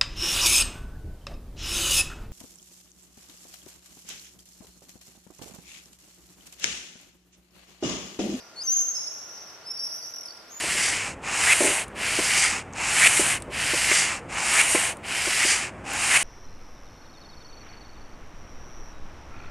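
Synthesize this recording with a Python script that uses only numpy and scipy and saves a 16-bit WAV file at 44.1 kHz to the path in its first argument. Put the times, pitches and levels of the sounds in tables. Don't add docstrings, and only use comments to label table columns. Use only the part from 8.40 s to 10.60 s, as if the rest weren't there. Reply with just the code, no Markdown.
import sys
import numpy as np
from scipy import signal
from scipy.fft import rfft, irfft
from scipy.io import wavfile
from scipy.ndimage import uniform_filter1d

SR = 44100
rng = np.random.default_rng(int(sys.argv[2]) if len(sys.argv) > 2 else 0)


def convert_level_to_amplitude(level_db):
    exponent = np.asarray(level_db, float) / 20
    return 10 ** exponent


def put_to_file(sound):
    columns = np.atleast_2d(sound).T
    safe = np.clip(columns, -1, 1)
    whole_steps = np.round(safe * 32767)
    wavfile.write(sys.argv[1], SR, whole_steps.astype(np.int16))


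N = 97020
LEAD_IN = SR // 2
LEFT_RIGHT = np.array([[1], [-1]])


def level(x, db):
    return x * convert_level_to_amplitude(db) / np.sqrt(np.mean(x ** 2))


def walk(rate_hz, size):
    hold = int(SR / rate_hz)
    steps = np.repeat(rng.standard_normal(SR // 6), hold)[:size]
    return 1.3 * uniform_filter1d(uniform_filter1d(steps, hold), hold)


def hiss():
    band = signal.butter(2, [3800, 9300], "band", fs=SR)
    return level(signal.lfilter(*band, rng.standard_normal((2, N))), -64)


# (frequency [Hz], level [dB])
HUM = [
    (330, -71.5),
    (650, -71),
    (1402, -63),
    (13190, -77),
]


def machines(t):
    out = 0
    for hz, db in HUM:
        gain = np.sqrt(2) * convert_level_to_amplitude(db + 1.65 * walk(12.1, N))
        out = out + gain * np.sin(2 * np.pi * hz * t + .6 * walk(9.12, N))
    return out


# (frequency [Hz], density [dB per Hz])
TOWN = [(15, -61), (25, -20), (300, -9.5), (341, -9), (567, -5.5), (631, -5.5), (867, -7.5), (1350, -8.5),
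        (4000, -17), (5200, -17), (8800, -120)]
# (frequency [Hz], correlation [0-1])
ALIKE = [
    (30, .92),
    (80, .86),
    (160, .73),
    (300, .71),
    (600, .78),
    (1300, .6),
    (2900, .36),
    (6000, .05),
]


def rumble():
    log_hz = np.log(np.arange(N // 2 + 1) * SR / N + 1)

    def read(rows):
        hz, value = np.transpose(rows)
        return np.interp(log_hz, np.log(hz), value)

    alike = read(ALIKE)
    mid, side = rfft(rng.standard_normal((2, N)))
    pair = np.sqrt(1 + alike) * mid + np.sqrt(1 - alike) * side * LEFT_RIGHT
    fall = convert_level_to_amplitude(-9 * np.clip(log_hz - np.log(TOWN[-1][0]), 0, None))
    noise = level(irfft(pair * convert_level_to_amplitude(read(TOWN)) * fall, N), -51.5)
    left_db, flicker_db = 0.9, 0.85
    return noise * convert_level_to_amplitude(flicker_db * walk(5, N)) * convert_level_to_amplitude(left_db * LEFT_RIGHT / 2)


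def street(x):
    early_s, slap_s, slap_spread_s = .014, .114, .002
    tail_t60_s, treble_t60_s, treble_hz, tail_rise_s = 1.205, 1, 7260, 0.039
    t = np.arange(2 * SR) / SR
    grain = rng.standard_normal((3, 2, len(t)))

    def unit(h, db):
        return convert_level_to_amplitude(db) * h / np.sqrt(np.sum(h ** 2, axis=1, keepdims=True))

    sparse = grain[0] * (np.abs(grain[1]) > 2.8)
    early = sparse * np.exp(-t / early_s) * (t > .003)
    slap = grain[0] * np.exp(-((t - slap_s) / slap_spread_s) ** 2)
    low = signal.lfilter(*signal.butter(2, treble_hz, fs=SR), grain[2])
    tail = low * convert_level_to_amplitude(-60 * t / tail_t60_s) + (grain[2] - low) * convert_level_to_amplitude(-60 * t / treble_t60_s)
    tail = tail * (1 - np.exp(-t / tail_rise_s))
    echoes = unit(early, -2) + unit(slap, -4) + unit(tail, -2)
    return signal.fftconvolve(x[None], echoes, axes=1)[:, :len(x)]


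HOARSE_HZ, BREATH_HZ = 907, 3000


def whistle(phase, lead_rad, pan_db, octave_db, husk, air):
    octave_left_db, three_halves_db, half_db, breath_db, hoarse = -1.5, -14, -38, -28, 0.77
    side = LEFT_RIGHT / 2
    p = phase + lead_rad * side
    upper = np.sin(2 * p) + convert_level_to_amplitude(three_halves_db) * np.sin(1.5 * p)
    upper = convert_level_to_amplitude(octave_db + octave_left_db * side) * upper
    husk = 1 + hoarse * np.array([husk, husk[::-1]])
    tone = (1 + convert_level_to_amplitude(breath_db) * air) * np.sin(p)
    tone = tone + husk * (upper + convert_level_to_amplitude(half_db) * np.sin(p / 2))
    return np.sqrt(2) * tone * convert_level_to_amplitude(pan_db * side)


# (time [s], pitch [Hz], level [dB])
TRILL = [(.975, 5070, -41.5), (1.005, 4560, -55), (1.069, 5440, -48), (1.099, 5020, -45),
         (1.737, 5646, -32.5), (1.759, 5724, -33), (1.782, 5520, -34.5), (1.808, 5670, -35),
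         (1.831, 5380, -37), (1.856, 5260, -32.5), (1.881, 4600, -41.5), (1.883, 5010, -38.5),
         (1.905, 4600, -37.5)]


def trill(t):
    note_s, rise_hz, lead_rad, octave_db = 0.0069, 149, 0.93, -16.5
    out = np.zeros((2, len(t)))
    for s, hz, db in TRILL:
        on = (t > s) & (t < s + note_s)
        u = (t[on] - s) / note_s
        phase = 2 * np.pi * note_s * u * (hz + rise_hz * (u - 1) / 2)
        husk, air = walk(HOARSE_HZ, len(u)), walk(BREATH_HZ, len(u))
        swell = convert_level_to_amplitude(db) * np.sin(np.pi * u) ** .6
        out[:, on] += swell * whistle(phase, lead_rad, 0, octave_db, husk, air)
    return out


def scream(t, rows, buzz, rasp_hz, flutter_db, pan_db, lead_rad, octave_db):
    edge_s, buzz_onset_s, rasp_onset_s = .002, .07, .3
    buzz_hz, buzz_wander, jitter_hz, flutter_top = 280, .07, 20, .6
    s, hz, db = np.array(rows, float).T
    out = np.zeros((2, len(t)))
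    on = np.abs(t - (s[0] + s[-1]) / 2) < (s[-1] - s[0]) / 2 + edge_s
    t = t[on]
    size = len(t)
    wander, flutter, jitter = walk(25, size), walk(95, size), walk(120, size)
    rasp, husk, air = walk(450, size), walk(HOARSE_HZ, size), walk(BREATH_HZ, size)

    grown = np.clip((t - s[0]) / buzz_onset_s, .25, 1)
    worn = np.clip((t - s[0]) / rasp_onset_s, .1, 1) ** 2
    chop = np.cumsum(buzz_hz * (1 + buzz_wander * wander)) * 2 * np.pi / SR
    gate = np.clip(np.minimum(t - s[0], s[-1] - t) / edge_s + 1, 0, 1)
    flutter = np.sqrt(grown) * flutter_db * np.minimum(flutter, flutter_top)
    gain = gate * convert_level_to_amplitude(np.interp(t, s, db) + flutter)
    gain = gain * (1 + 2 * buzz * grown * (np.sin(chop) + .2 * np.sin(2 * chop)))
    pitch_hz = np.interp(t, s, hz) + jitter_hz * jitter + rasp_hz * worn * rasp
    phase = np.cumsum(pitch_hz) * 2 * np.pi / SR
    phase = phase - .7 * buzz * grown * np.cos(chop)
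    out[:, on] = gain * whistle(phase, lead_rad, pan_db, octave_db, husk, (1 + 2 * worn) * air)
    return out


# (time [s], pitch [Hz], level [dB])
NEAR_A = [
    (.158, 4300, -54),
    (.17, 4400, -44),
    (.2, 4450, -38),
    (.215, 4900, -31),
    (.229, 5150, -32),
    (.232, 5700, -50),
    (.235, 6280, -33),
    (.256, 6250, -35),
    (.269, 6300, -31),
]
NEAR_B = [
    (.273, 5700, -25),
    (.3, 6030, -22),
    (.342, 6460, -24),
    (.352, 6330, -29),
    (.368, 6380, -19),
    (.388, 6550, -25),
    (.42, 6230, -25),
    (.435, 6200, -36),
    (.462, 6150, -28),
]
NEAR_END = [
    (.47, 6210, -41),
    (0.521, 6388, -42),
    (0.581, 6314, -39),
    (0.636, 6400, -42.5),
]
FAR_C = [
    (.515, 4400, -64),
    (.54, 5000, -58),
    (.558, 5400, -46),
    (.58, 5450, -53),
    (.63, 5620, -48),
    (.65, 5650, -58),
]
FAR_D = [
    (.66, 5050, -49),
    (.69, 5400, -50),
    (.72, 5650, -43),
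    (.78, 5750, -45),
    (.84, 5550, -50),
    (.92, 5750, -48),
    (1.02, 5780, -47),
    (1.06, 5600, -56),
    (1.15, 5700, -55),
]
MID_E = [
    (1.237, 4250, -64),
    (1.262, 5030, -44.5),
    (1.28, 5200, -39),
    (1.312, 5413, -33),
    (1.333, 5450, -42),
    (1.35, 5434, -32),
    (1.38, 5440, -36.5),
    (1.435, 5440, -32),
    (1.5, 5477, -39),
]
MID_F = [
    (1.377, 4424, -49),
    (1.4, 4900, -40.5),
    (1.43, 5250, -46),
    (1.5, 5750, -43.5),
    (1.561, 5900, -42),
    (1.61, 5847, -48),
    (1.659, 5600, -43),
    (1.72, 5800, -47.5),
]
LATE_G = [
    (2.075, 5220, -59),
    (2.1, 6200, -52.5),
    (2.123, 6630, -47.5),
    (2.159, 6830, -46.5),
    (2.2, 6990, -48.5),
]
PAST_H = [
    (-.4, 4600, -38),
    (-.3, 5730, -50),
    (-.15, 5990, -52),
    (-.05, 5600, -52.5),
    (0.021, 4590, -58.5),
    (.04, 4700, -74),
]
THIN_I = [
    (.04, 6680, -70),
    (.15, 6680, -63),
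    (.19, 6670, -57),
    (.24, 6670, -60),
]
MID_J = [
    (1.512, 5100, -48),
    (1.535, 5550, -35),
    (1.553, 5600, -46),
    (1.563, 5720, -34),
    (1.578, 5400, -48),
    (1.615, 4800, -47),
    (1.65, 4700, -56),
]
# (flutter [dB], left minus right [dB], left phase lead [rad], octave [dB], street send [dB])
VOICES = [(3, 3, 0.77, -22, -9.5), (2, 1.5, 1.57, -26, -4.5), (-0.5, 1, 1.8, -43, -4),
          (-8, 4, 0.96, -19, 2.5), (-1, 2, 1, -21, -2), (5.5, 0.5, 0.9, -18, -7), (2, -1.5, 1.05, -17, 0.5),
          (2.5, 0, 0.89, -13.5, 2.5), (-1.5, 6, 1.25, -18.5, -4), (-6, 0, 2.1, -17, -23),
          (8.5, 1.5, 1.22, -14.5, -7.5)]
BUZZ = [.06, .16, .2, .12, .15, .24, .15, .17, .2, 0, .15]
RASP_HZ = [30, 110, 300, 400, 230, 190, 220, 120, 300, 0, 500]


def swifts(t):
    screams = NEAR_A, NEAR_B, NEAR_END, FAR_C, FAR_D, MID_E, MID_F, LATE_G, PAST_H, THIN_I, MID_J
    direct = trill(t)
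    send = convert_level_to_amplitude(-5.5) * direct[0]
    for rows, buzz, rasp_hz, voice in zip(screams, BUZZ, RASP_HZ, VOICES):
        flutter_db, pan_db, lead_rad, octave_db, street_db = voice
        bird = scream(t, rows, buzz, rasp_hz, flutter_db, pan_db, lead_rad, octave_db)
        direct = direct + bird
        send = send + convert_level_to_amplitude(street_db) * bird[0]
    return direct + street(send)


def scene():
    t = np.arange(-LEAD_IN, N) / SR
    town = rumble() + hiss() + machines(t[LEAD_IN:])
    return town + swifts(t)[:, LEAD_IN:]


def low_pass(x):
    return signal.sosfilt(signal.butter(12, 14240, fs=SR, output="sos"), x)


def record(dry):
    return low_pass(dry)


dry = scene()
out = record(dry)
put_to_file(out)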